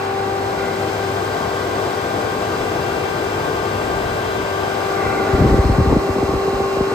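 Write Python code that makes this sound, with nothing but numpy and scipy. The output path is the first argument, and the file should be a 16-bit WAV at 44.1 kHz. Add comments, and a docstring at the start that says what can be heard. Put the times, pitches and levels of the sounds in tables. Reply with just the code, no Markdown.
"""A rotary vane air compressor runs steadily in an open workshop, heard by a hand-held stereo microphone.
From a step back it swings past the fan cowl, whose air rings, and moves in to the tank amid faint gusts.
Past five seconds it swings by the cowl again, passes the motor and ends at the air end, as the fan's
draught rumbles and eddies thud and slap. Throughout, shaped noise gives roar, whirr and hiss, and
fluttering sines give the tones of vanes, shaft, slots and mains."""
import sys
import numpy as np
from scipy import signal
from scipy.fft import rfft, irfft, next_fast_len
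from scipy.io import wavfile

SR = 44100
rng = np.random.default_rng(int(sys.argv[2]) if len(sys.argv) > 2 else 0)


def put_to_file(sound):
    """Save the sound as 16-bit audio at rate SR, in the file named by the first command-line argument."""
    columns = np.atleast_2d(sound).T  # one column per channel
    safe = np.clip(columns, -1, 1)
    whole_steps = np.round(safe * 32767)
    wavfile.write(sys.argv[1], SR, whole_steps.astype(np.int16))


N = 306054

SHAFT_HZ, MAINS_HZ, SLOT_HZ = 48.868, 50.0, 1079.6

# The walk. Each row: time in seconds, way from tank to air end (0-1), roar, whirr and hiss gain in dB,
# turn to the left in dB between the ears.
WALK = [(0, 0.59, -5, 2, -1.5, -1), (.4, 0.51, -4, -1, -1, -0.5), (.9, 0.35, -1, -1.5, 1.5, -0.5),
        (2.0, 0.21, -1, -2, 1, -0.5), (3.0, 0.24, -1, -2, 1, -0.5), (4.0, 0.11, -0.5, -3, 0.5, -1),
        (4.6, 0.08, -2.5, -3, 0.5, 0), (4.9, 0.43, -1.5, 1.5, 1.5, -0.5), (5.15, 0.61, 0.5, 0, 1, -0.5),
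        (5.4, 0.5, 1, 2, 2, -1), (5.65, 0.74, -2, 2.5, 1.5, 0), (6.0, 0.69, -2, 0.5, 0.5, -0.5),
        (6.5, 0.71, -1.5, -1, 0.5, -0.5), (6.94, 0.75, -4, 2, 0, 0)]
# Time at each of the nine tone places, in walking order. Each row: arrival and departure in seconds.
STOPS = [(0, .55), (.75, 1.0), (1.4, 2.2), (2.75, 4.4), (4.65, 4.85), (5.05, 5.15), (5.4, 5.6), (5.9, 6.55),
         (6.85, 6.94)]

# Gusts of the fan's draught on the microphone. Each row: start in seconds, hold in seconds, level in dB.
GUSTS = [(2.385, 0.049, -35), (2.606, 0.089, -35), (3.53, 0.079, -36), (3.75, 0.13, -41),
         (3.9, 0.26, -31.5), (4.216, 0.12, -35), (4.415, 0.12, -37), (4.628, 0.053, -31),
         (5.032, 0.073, -32), (5.345, 0.01, -18), (5.385, 0.2, -18), (5.645, 0.08, -22),
         (5.795, 0.045, -18), (5.855, 0.11, -18), (6.1, .03, -37), (6.32, 0.05, -31), (6.54, 0.02, -30),
         (6.78, 0.03, -31)]
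# Eddies striking the microphone, low thuds and higher slaps. Each row: time in seconds,
# nominal peak in dB, nominal pitch in Hz.
BUFFETS = [(3.754, -21, 109), (3.947, -22, 68), (5.066, -18, 104), (5.152, -24, 106), (5.341, -11.5, 90),
           (5.35, -9, 333), (5.392, -6.5, 252), (5.412, -6, 112), (5.422, -7, 253), (5.448, -7, 265),
           (5.455, -5, 125), (5.467, -15, 347), (5.478, -10, 60), (5.492, -14, 180), (5.522, -11, 100),
           (5.512, -9.5, 334), (5.544, -9, 106), (5.544, -9, 278), (5.591, -16, 266), (5.593, -6, 95),
           (5.645, -11, 320), (5.657, -8, 85.5), (5.695, -13, 267), (5.702, -6.5, 95), (5.673, -15, 70),
           (5.73, -15, 70), (5.755, -16, 55), (5.784, -19, 200), (5.789, -4, 125), (5.829, -17, 75),
           (5.802, -10.5, 217), (5.813, -5.5, 89), (5.861, -9, 268), (5.877, -8, 81), (5.904, -14, 95),
           (5.947, -19, 65), (5.891, -22, 345), (5.928, -4.5, 390), (5.93, -8, 140), (5.966, -3.5, 250),
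           (5.976, -16, 112), (6.092, -9, 344), (6.102, -14, 100), (6.162, -12, 340), (6.184, -11.5, 406),
           (6.229, -10, 348), (6.206, -26, 65), (6.243, -17, 79.5), (6.294, -20, 80), (6.328, -18, 160),
           (6.546, -21, 65), (6.786, -23, 70), (6.293, -12, 380), (6.339, -12, 345), (6.351, -19, 129),
           (6.604, -12, 430), (6.618, -23, 85), (6.36, -20, 60), (6.809, -12, 340), (6.813, -18, 150),
           (6.48, -14, 400), (6.532, -20, 300), (6.77, -14.5, 424), (6.872, -18, 387), (5.435, -6.5, 200),
           (5.532, -11, 297), (6.919, -10.5, 393)]

# Air ringing in the fan cowl. Each row: pitch in Hz, width in Hz, level from afar in dB,
# lingering as a multiple of the retreat time.
COWL_RINGS = [(1444, 80, -47, 0.59), (2053, 156, -51.5, 1.46), (2340, 120, -56, 0.18),
              (2640, 120, -62, 0.5)]
# Swings past the cowl's mouth. Each row: nearest moment in seconds, approach and retreat in seconds,
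# gain in dB.
COWL_PASSES = [(0.649, 0.11, 0.098, 12.5), (5.1, 0.14, 0.51, 15.5)]

# Roar beside the tank, before the walk's gains. Each row: frequency in Hz, left and right level in
# dB per Hz, likeness of the ears (0-1), left lead in radians.
ROAR_BY_TANK = [(40.0, -67, -76, 0.96, -7), (64.6, -56, -56, 0.98, -4), (112, -50, -53, 1, -3),
                (217, -53.5, -57, 0.94, 3.5), (358, -48, -54.5, 0.96, -0.5), (524, -54, -57.5, 1, 0.7),
                (633, -48.5, -50, 1, 1.36), (930, -52.5, -57, 1, 1.3), (1233, -53, -56, 0.57, 2.5),
                (1274, -56, -64, 0.25, 5.5), (1600, -54.5, -58, 0.44, 1), (1730, -61.5, -62, 0.45, 11),
                (2720, -66.5, -71, 0.43, 3.5), (3200, -69.5, -76, 0.27, -0.5),
                (4500, -72.5, -73, 0.74, 1.46), (5620, -71, -84, 0.46, -2.5)]
# Roar beside the air end. Each row: frequency in Hz, left and right level in dB per Hz,
# likeness of the ears (0-1), left lead in radians.
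ROAR_BY_AIR_END = [(40.0, -63, -63, 0.99, -9), (65.0, -57, -55.5, 0.99, -2), (102, -52.5, -55, 1, -1.5),
                   (199, -52.5, -51.5, 0.96, -0.5), (373, -48, -46.5, 1, -1.3), (544, -49, -52, 0.99, -0.3),
                   (764, -52.5, -46, 0.34, -1.3), (1016, -58.5, -60, 0.97, -1.3),
                   (1087, -52, -50, 0.96, -0.5), (1260, -68.5, -60, 0.8, 1.5), (1570, -74, -61, 0.24, -1.5),
                   (1780, -71, -66.5, 0.3, -16), (2370, -69, -69.5, 0.23, 1), (3200, -82.5, -72.5, 0.67, 3),
                   (4100, -73.5, -75.5, 0.84, 1.5), (5540, -72.5, -75.5, 0.22, 1.5)]
# Top of the hiss: level, likeness and phase between left and right by frequency. Each row: frequency
# in Hz, level by tank and by air end in dB per Hz, likeness (0-1), left lead in half turns.
TREBLE = [(7000, -80.5, -82.5, .55, 0), (8300, -79, -81, .65, -.4), (9000, -80.5, -84, .8, -.7),
          (9600, -81.5, -85, .99, -1), (10600, -82.5, -86, .99, -1), (11200, -84, -87.5, .85, -1.2),
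          (11900, -88, -92, .95, -2), (13500, -87.5, -91.5, .99, -2), (14900, -90, -93, .95, -2),
          (15600, -90.5, -92.5, .7, -2.8)]
# Narrow and broad boosts and cuts that colour the roar. Each row: centre in Hz, width in Hz,
# boost by tank and by air end in dB.
ROAR_COLOURS = [(698, 32, 6, -1.5), (775, 30, -3, 0), (810, 30, -2, 2.5), (1195, 45, 4.5, 3),
                (1310, 90, 0, 0.5), (1453, 73, 5, 1.5), (2030, 40, 5, -5), (2650, 19, 8, 2),
                (2750, 96, 0, 7.5), (2950, 39, 5.5, -2), (3203, 110, 7.5, 3), (3500, 420, 3, -2.5),
                (3970, 46, 6, 6), (4200, 300, -2.5, 4), (4680, 87, 4.5, -14), (5620, 200, 0, -12)]

# Faint shaft tones. Each row: multiple of the shaft rate, level in dB, left over right in dB,
# change at the air end in dB.
SHAFT_ORDERS = [(7, -41, 2, 0), (18, -43.5, 3, 0), (21, -48, 3, 0), (25, -47, 3, 0), (64, -60, 3, 0),
                (70, -58, 5, -9), (72, -59, 3, -5), (80, -59, 3, 0), (88, -66, 3, 0), (96, -64, 3, 0),
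                (114, -66, 3, 0), (168, -68, 1, 0)]
# Magnetic hum. Each row: multiple of the mains rate, level in dB, left over right in dB,
# change at the air end in dB.
MAINS_ORDERS = [(2, -35.5, 1, -9), (10, -41.5, 14.5, -6.5), (12, -40.5, 7, -10)]
# Strong tones: vane passing and overtones, shaft orders, slot whine. Each entry: multiple of shaft rate.
STRONG_ORDERS = [8, 16, 24, 32, 48, 56, 9, 10, SLOT_HZ / SHAFT_HZ, 30, 40]
# Strong tones from a step back. Each row, one a tone: left and right level in dB, left lead in radians.
TONES_STANDING_BACK = [(-24.5, -27.5, 0.7), (-24.0, -31.5, 1.5), (-44.5, -44.0, 2.4), (-40.0, -38.0, 1.7),
                       (-51.0, -48.0, 2.0), (-57.0, -51.5, 2.5), (-40.0, -38.5, 0.0), (-47.5, -42.5, 0.8),
                       (-44.5, -46.0, 2.5), (-56.0, -52.0, -1.0), (-45.0, -56.0, 1.6)]
# Stepping in. Each row, one a tone: left and right level in dB, left lead in radians.
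TONES_STEPPING_IN = [(-25.0, -29.0, 0.8), (-26.0, -37.0, 1.7), (-43.0, -42.5, 2.1), (-38.5, -38.5, 0.8),
                     (-44.5, -43.5, 3.7), (-49.5, -52.5, 2.6), (-36.0, -35.5, 0.2), (-37.0, -45.5, 0.6),
                     (-44.0, -50.0, 1.0), (-54.0, -41.5, -1.0), (-53.0, -50.0, 1.3)]
# Beside the tank. Each row, one a tone: left and right level in dB, left lead in radians.
TONES_BY_TANK = [(-27.0, -30.5, 1.1), (-28.0, -41.5, 2.4), (-36.0, -53.0, 4.9), (-35.0, -37.5, 1.5),
                 (-55.0, -46.0, 1.4), (-60, -53.0, 3.5), (-33.0, -34.5, 0.3), (-33.0, -40.5, -0.1),
                 (-35.5, -39.5, 0.8), (-43.0, -50.5, -3.1), (-51.0, -47.5, -0.7)]
# Beside the gauge. Each row, one a tone: left and right level in dB, left lead in radians.
TONES_BY_GAUGE = [(-28.0, -31.0, 1.3), (-29.0, -42.0, 2.3), (-34.5, -53.5, 6.1), (-33.0, -42.0, 1.1),
                  (-42.0, -43.5, 3.0), (-44.5, -46.5, 4.2), (-33.0, -35.0, 0.3), (-35.0, -46.0, 0.1),
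                  (-38.5, -42.0, 1.1), (-46.5, -44.0, -2.7), (-50.5, -55.0, -1.5)]
# Turning away. Each row, one a tone: left and right level in dB, left lead in radians.
TONES_TURNING_AWAY = [(-27.0, -30.0, 1.3), (-27.0, -39.5, 1.9), (-34.0, -43.0, 6.5), (-31.5, -32.5, 1.5),
                      (-42.0, -42.0, 2.6), (-48.0, -47.5, 4.5), (-33.0, -35.5, 0.4), (-36.0, -44.0, -0.1),
                      (-39.0, -41.5, 1.3), (-51.0, -40.0, -2.3), (-55.0, -60, -4.0)]
# Beside the cowl. Each row, one a tone: left and right level in dB, left lead in radians.
TONES_BY_COWL = [(-24.0, -28.5, 0.9), (-23.0, -38.0, 0.8), (-35.0, -40.0, 6.8), (-32.5, -32.0, 2.1),
                 (-49.5, -48.0, 2.0), (-49.0, -50.5, 2.5), (-32.5, -34.0, 0.2), (-34.0, -37.5, 0.4),
                 (-42.0, -49.0, 2.5), (-42.0, -43.5, -0.2), (-60, -58.0, -1.7)]
# Beside the motor. Each row, one a tone: left and right level in dB, left lead in radians.
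TONES_BY_MOTOR = [(-21.0, -25.5, 0.3), (-25.5, -28.0, 0.8), (-36.0, -42.0, 6.2), (-50.0, -38.5, 3.9),
                  (-49.0, -48.0, -1.0), (-53.0, -52.0, 2.2), (-36.0, -50.0, 0.3), (-43.5, -46.0, -0.2),
                  (-34.0, -51.0, 5.8), (-44.0, -47.0, -1.4), (-60, -56.0, -1.1)]
# Beside the air end. Each row, one a tone: left and right level in dB, left lead in radians.
TONES_BY_AIR_END = [(-22.5, -25.0, 0.3), (-31.0, -28.0, 0.8), (-35.0, -36.5, 6.4), (-47.0, -54.0, 6.9),
                    (-50.0, -47.5, -3.1), (-51.0, -48.5, 1.7), (-35.0, -41.0, -0.4), (-38.0, -44.0, 0.1),
                    (-34.0, -42.0, 5.7), (-43.0, -46.0, -2.0), (-53.0, -60, -0.1)]
# Over the air end. Each row, one a tone: left and right level in dB, left lead in radians.
TONES_OVER_AIR_END = [(-20.5, -22.5, 0.3), (-36.0, -36.0, 1.1), (-44.0, -39.0, 6.7), (-42.0, -48.0, 6.6),
                      (-51.0, -53.0, -4.5), (-48.5, -48.5, 1.9), (-33.5, -40.0, -0.3), (-35.5, -40.5, -0.2),
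                      (-31.5, -34.5, 6.0), (-42.0, -38.0, -0.9), (-53.0, -60, -0.1)]

GUST_RISE_DB_PER_S, GUST_FALL_DB_PER_S, CALM_DB = 800, 450, -46
# upper band against the gust level at -19 dB; dB more per dB of gust
TEAR_DB, TEAR_GROWS = -4.5, 0.11
LUMPS_DB = 3.5
THUD_MS, SHORTER_POWER = 13.6, 0.57   # length scale at 100 Hz; higher buffets are shorter
EDDY_SKEW = 0.25   # range, in turns, by which an eddy's crest may shift
COWL_SAG_PER_S = 0.07   # share of pitch lost per second as the microphone goes by
ROAR_TOP_HZ, HISS_FROM_HZ = 1000, 3100
# the motor body shades the upper whirr
SHADE_HZ, SHADE_WIDTH_HZ, SHADE_SHARE = 2850, 670, 0.28
SHADE_START_S, SHADE_END_S, SHADE_RAMP_S = 5.55, 6.3, 0.083
SLOT_LOWER_DB = -43   # the slot whine's partner, twice the mains rate below
MOTOR_WAY, AIR_END_WAY = 0.52, 0.62   # where along the way the faint tones change
FLUTTER_DB, FLUTTER_HZ = 0.8, 7.4   # turbulence shakes the tones
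# slow swell per ear: dB for each dB that a tone lies under the still level
STANDING_DB, STANDING_HZ, STILL_ABOVE_DB = 0.085, 2.0, -17
MIC_LOW_HZ, CUTOFF_HZ = 41.7, 15730


def from_db(db):
    """Decibels to gain."""
    return 10 ** (np.asarray(db) / 20)


def rms_one(x):
    """Scale to unit rms."""
    return x / np.sqrt(np.mean(x ** 2) + 1e-20)


def in_time(rows):
    """Columns of a curve table, one value a sample."""
    s, *columns = np.transpose(rows)
    return [np.interp(np.arange(N) / SR, s, column) for column in columns]


def drift(rate_hz):
    """Chance wandering of spread 1: noise through a two-pole lowpass, one point each 40 samples."""
    pole = np.exp(-80 * np.pi * rate_hz / SR)
    noise = rng.standard_normal(N // 40 + 2002)
    slow = signal.lfilter([1], [1, -2 * pole, pole * pole], noise)[2000:]   # drop the settling
    return np.interp(np.arange(N) / 40, np.arange(len(slow)), rms_one(slow))


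def gusts_db():
    """Each gust rises fast, holds and dies away; the loudest one rules."""
    t, level_db = np.arange(N) / SR, CALM_DB
    for s, hold, db in GUSTS:
        early, late = np.maximum(s - t, 0), np.maximum(t - s - hold, 0)
        gust_db = db - GUST_RISE_DB_PER_S * early - GUST_FALL_DB_PER_S * late
        level_db = np.maximum(level_db, gust_db)
    return level_db


def draught():
    """Lumpy low noise, almost alike at both ports; hard gusts tear and reach higher."""
    level_db = gusts_db()
    torn_db = level_db + TEAR_DB + TEAR_GROWS * (level_db + 19)
    out = 0
    for low_hz, high_hz, db in ((34.2, 86, level_db - 2.5), (147, 440, torn_db)):
        band = signal.butter(2, [low_hz, high_hz], "band", fs=SR, output="sos")
        mid, side = signal.sosfilt(band, rng.standard_normal((2, N + SR)))[:, SR:]
        lumps = from_db(db + LUMPS_DB * drift(26))
        out = out + lumps * (mid + from_db(-12) * side * [[1], [-1]]) / np.std(mid)
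    return out


def buffets():
    """Each eddy is a short pressure wobble: it strikes fast, slows down and frays as it passes."""
    out, t = np.zeros((2, N)), np.arange(N) / SR
    chance = rng.random((len(BUFFETS), 3))
    fray = from_db(1.3 * drift(60))
    for (s, db, hz), (start, pan, push) in zip(BUFFETS, chance):
        spread = THUD_MS * (100 / hz) ** SHORTER_POWER / 1000 * 0.55   # seconds
        near = slice(max(0, int((s - 4 * spread) * SR)), int((s + 5 * spread) * SR))
        u = t[near] - s
        sign = np.sign(push - 0.5)   # a push or a pull
        cycles = hz * u * (1.12 - 0.2 * u / spread)   # the pitch falls
        turn = 2 * np.pi * (cycles + 0.26 + EDDY_SKEW * (start - 0.5))
        shape = np.exp(-0.5 * (u / (spread * np.where(u < 0, 0.55, 1.25))) ** 2)
        wobble = np.sin(turn) + 0.32 * shape * np.sin(2 * turn)   # the steep front adds an overtone
        ears = from_db(2.0 * pan * np.array([[1], [-1]]))
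        out[:, near] += from_db(db) * shape * wobble * sign * ears
    return out * fray


def cowl():
    """Turbulence rings the cowl's air spaces: narrow noise, partly alike at both ears."""
    out, t = 0, np.arange(N) / SR
    # seconds before (negative) or after each pass, counted only within 1.5 s of it
    sag = sum(np.clip(t - s, -come, go) * (abs(t - s) < 1.5) for s, come, go, db in COWL_PASSES)
    for hz, width, far_db, lingers in COWL_RINGS:
        near_db = sum(db * np.exp(-0.5 * ((t - s) / np.where(t < s, come, go * lingers)) ** 2)
                      for s, come, go, db in COWL_PASSES)
        turn = 2 * np.pi * np.cumsum(hz * (1 - COWL_SAG_PER_S * sag)) / SR
        lowpass = signal.butter(2, width / 2, fs=SR, output="sos")
        slow = signal.sosfilt(lowpass, rng.standard_normal((2, 2, N)))
        mid, side = slow[0] * np.cos(turn) + slow[1] * np.sin(turn)
        ringing = rms_one(mid + 0.35 * side * [[1], [-1]])
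        out = out + from_db(far_db + near_db + 1.0 * drift(3.5)) * ringing
    return out


def roar_at(place, colours, shared, apart, hz):
    """Stereo spectrum of the roar: the right ear hears part of the left's noise, later, and some its own."""
    at, *columns = np.transpose(place)
    left_db, right_db, alike, lead = (np.interp(np.log(hz), np.log(at), c) for c in columns)
    boost_db = sum(db / (1 + (2 * (hz - centre) / width) ** 2) for centre, width, db in colours)
    alike = np.clip(alike, 0, 1)
    lead = np.clip(lead, -hz / 350, hz / 350)   # close ports cannot part long waves
    right = alike * shared * np.exp(-1j * lead) + np.sqrt(1 - alike ** 2) * apart
    ears = np.array([from_db(left_db) * shared, from_db(right_db) * right])
    return ears * from_db(boost_db) * np.sqrt(SR / 2)


def roar():
    """Housing roar, fan whirr and air hiss: shaped noise blended from one place into the other."""
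    way, roar_db, whirr_db, hiss_db, turn_db = in_time(WALK)
    size = next_fast_len(N)
    hz = np.arange(size // 2 + 1) * SR / size + 1e-3
    shared, apart = rfft(rng.standard_normal((2, size)))
    low = 1 / (1 + (hz / ROAR_TOP_HZ) ** 4)
    high = 1 / (1 + (HISS_FROM_HZ / hz) ** 4)
    layers = [(low, roar_db + 0.8 * drift(10)),
              (1 - low - high, whirr_db + 0.3 * drift(9)),
              (high, hiss_db + 0.25 * drift(10))]
    tank_top = [(f, tank, tank, alike, np.pi * lead) for f, tank, end, alike, lead in TREBLE]
    end_top = [(f, end, end, alike, np.pi * lead) for f, tank, end, alike, lead in TREBLE]
    tank_colours = [(f, width, tank) for f, width, tank, end in ROAR_COLOURS]
    end_colours = [(f, width, end) for f, width, tank, end in ROAR_COLOURS]
    way, out = np.clip(way, 0, 1), 0
    for place, colours, share in ((list(ROAR_BY_TANK) + tank_top, tank_colours, 1 - way),
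                                  (list(ROAR_BY_AIR_END) + end_top, end_colours, way)):
        spectrum = roar_at(place, colours, shared, apart, hz)
        heard = sum(from_db(db) * irfft(spectrum * band, size)[:, :N] for band, db in layers)
        out = out + share * heard
    return out * from_db(np.array([turn_db, -turn_db]) / 2)


def shaded(x):
    """A band of the roar dims while the motor stands in the way."""
    edges = [SHADE_HZ - SHADE_WIDTH_HZ / 2, SHADE_HZ + SHADE_WIDTH_HZ / 2]
    band = signal.butter(1, edges, "band", fs=SR, output="sos")
    corners = [SHADE_START_S - SHADE_RAMP_S, SHADE_START_S, SHADE_END_S, SHADE_END_S + SHADE_RAMP_S]
    shade = np.interp(np.arange(N) / SR, corners, [0, 1, 1, 0])
    return x - SHADE_SHARE * shade * signal.sosfilt(band, x)


def tone(hz, left_db, right_db, lead):
    """A fluttering sine at both ears, rms levels in dB before the flutter, left lead in radians."""
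    turn = 2 * np.pi * (hz * np.arange(N) / SR + rng.random())
    ears = np.array([from_db(left_db) * np.sin(turn + lead), from_db(right_db) * np.sin(turn)])
    return np.sqrt(2) * from_db(FLUTTER_DB * drift(FLUTTER_HZ)) * ears


def faint_tones():
    """Faint shaft orders, mains hum and the slot whine's lower partner: slowly wavering sines."""
    way, out = in_time(WALK)[0], 0
    toward_end = np.interp(way, [MOTOR_WAY, AIR_END_WAY], [0, 1])
    faint = [(order * SHAFT_HZ, db + end_db * toward_end, pan) for order, db, pan, end_db in SHAFT_ORDERS]
    faint += [(round(order) * MAINS_HZ, db + end_db * toward_end, pan)
              for order, db, pan, end_db in MAINS_ORDERS]
    faint += [(SLOT_HZ - 2 * MAINS_HZ, SLOT_LOWER_DB, 0)]
    for hz, db, pan in faint:
        waver_db = 1.5 * drift(0.6)
        # standing waves shift with the hand
        lead = np.clip(hz / 800, 0, 2) * (1 + 0.6 * drift(0.45))
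        out = out + tone(hz, db + pan / 2 + waver_db, db - pan / 2 + waver_db, lead)
    return out


def strong_tones():
    """Vane passing (eight a turn), shaft orders and slot whine: sines that change from stop to stop."""
    t, out = np.arange(N) / SR, 0
    places = [TONES_STANDING_BACK, TONES_STEPPING_IN, TONES_BY_TANK, TONES_BY_GAUGE, TONES_TURNING_AWAY,
              TONES_BY_COWL, TONES_BY_MOTOR, TONES_BY_AIR_END, TONES_OVER_AIR_END]
    for order, *heard in zip(STRONG_ORDERS, *places):
        left_db, right_db, lead = (np.interp(t, np.ravel(STOPS), np.repeat(column, 2))
                                   for column in np.transpose(heard))
        left_db, right_db = (db + STANDING_DB * (STILL_ABOVE_DB - db) * drift(STANDING_HZ)
                             for db in (left_db, right_db))
        out = out + tone(order * SHAFT_HZ, left_db, right_db, lead)
    return out


def scene():
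    """The air on the microphone plus the machine."""
    return draught() + buffets() + cowl() + shaded(roar()) + faint_tones() + strong_tones()


def record(dry):
    """The microphone drops the deep bass, peaks are rounded, the top is cut."""
    thin = signal.sosfilt(signal.butter(2, MIC_LOW_HZ, "high", fs=SR, output="sos"), dry)
    rounded = 0.95 * np.tanh(thin / 0.95)
    top = signal.ellip(12, 0.5, 70, CUTOFF_HZ, fs=SR, output="sos")
    return signal.sosfilt(top, rounded)


dry = scene()
out = record(dry)
put_to_file(out)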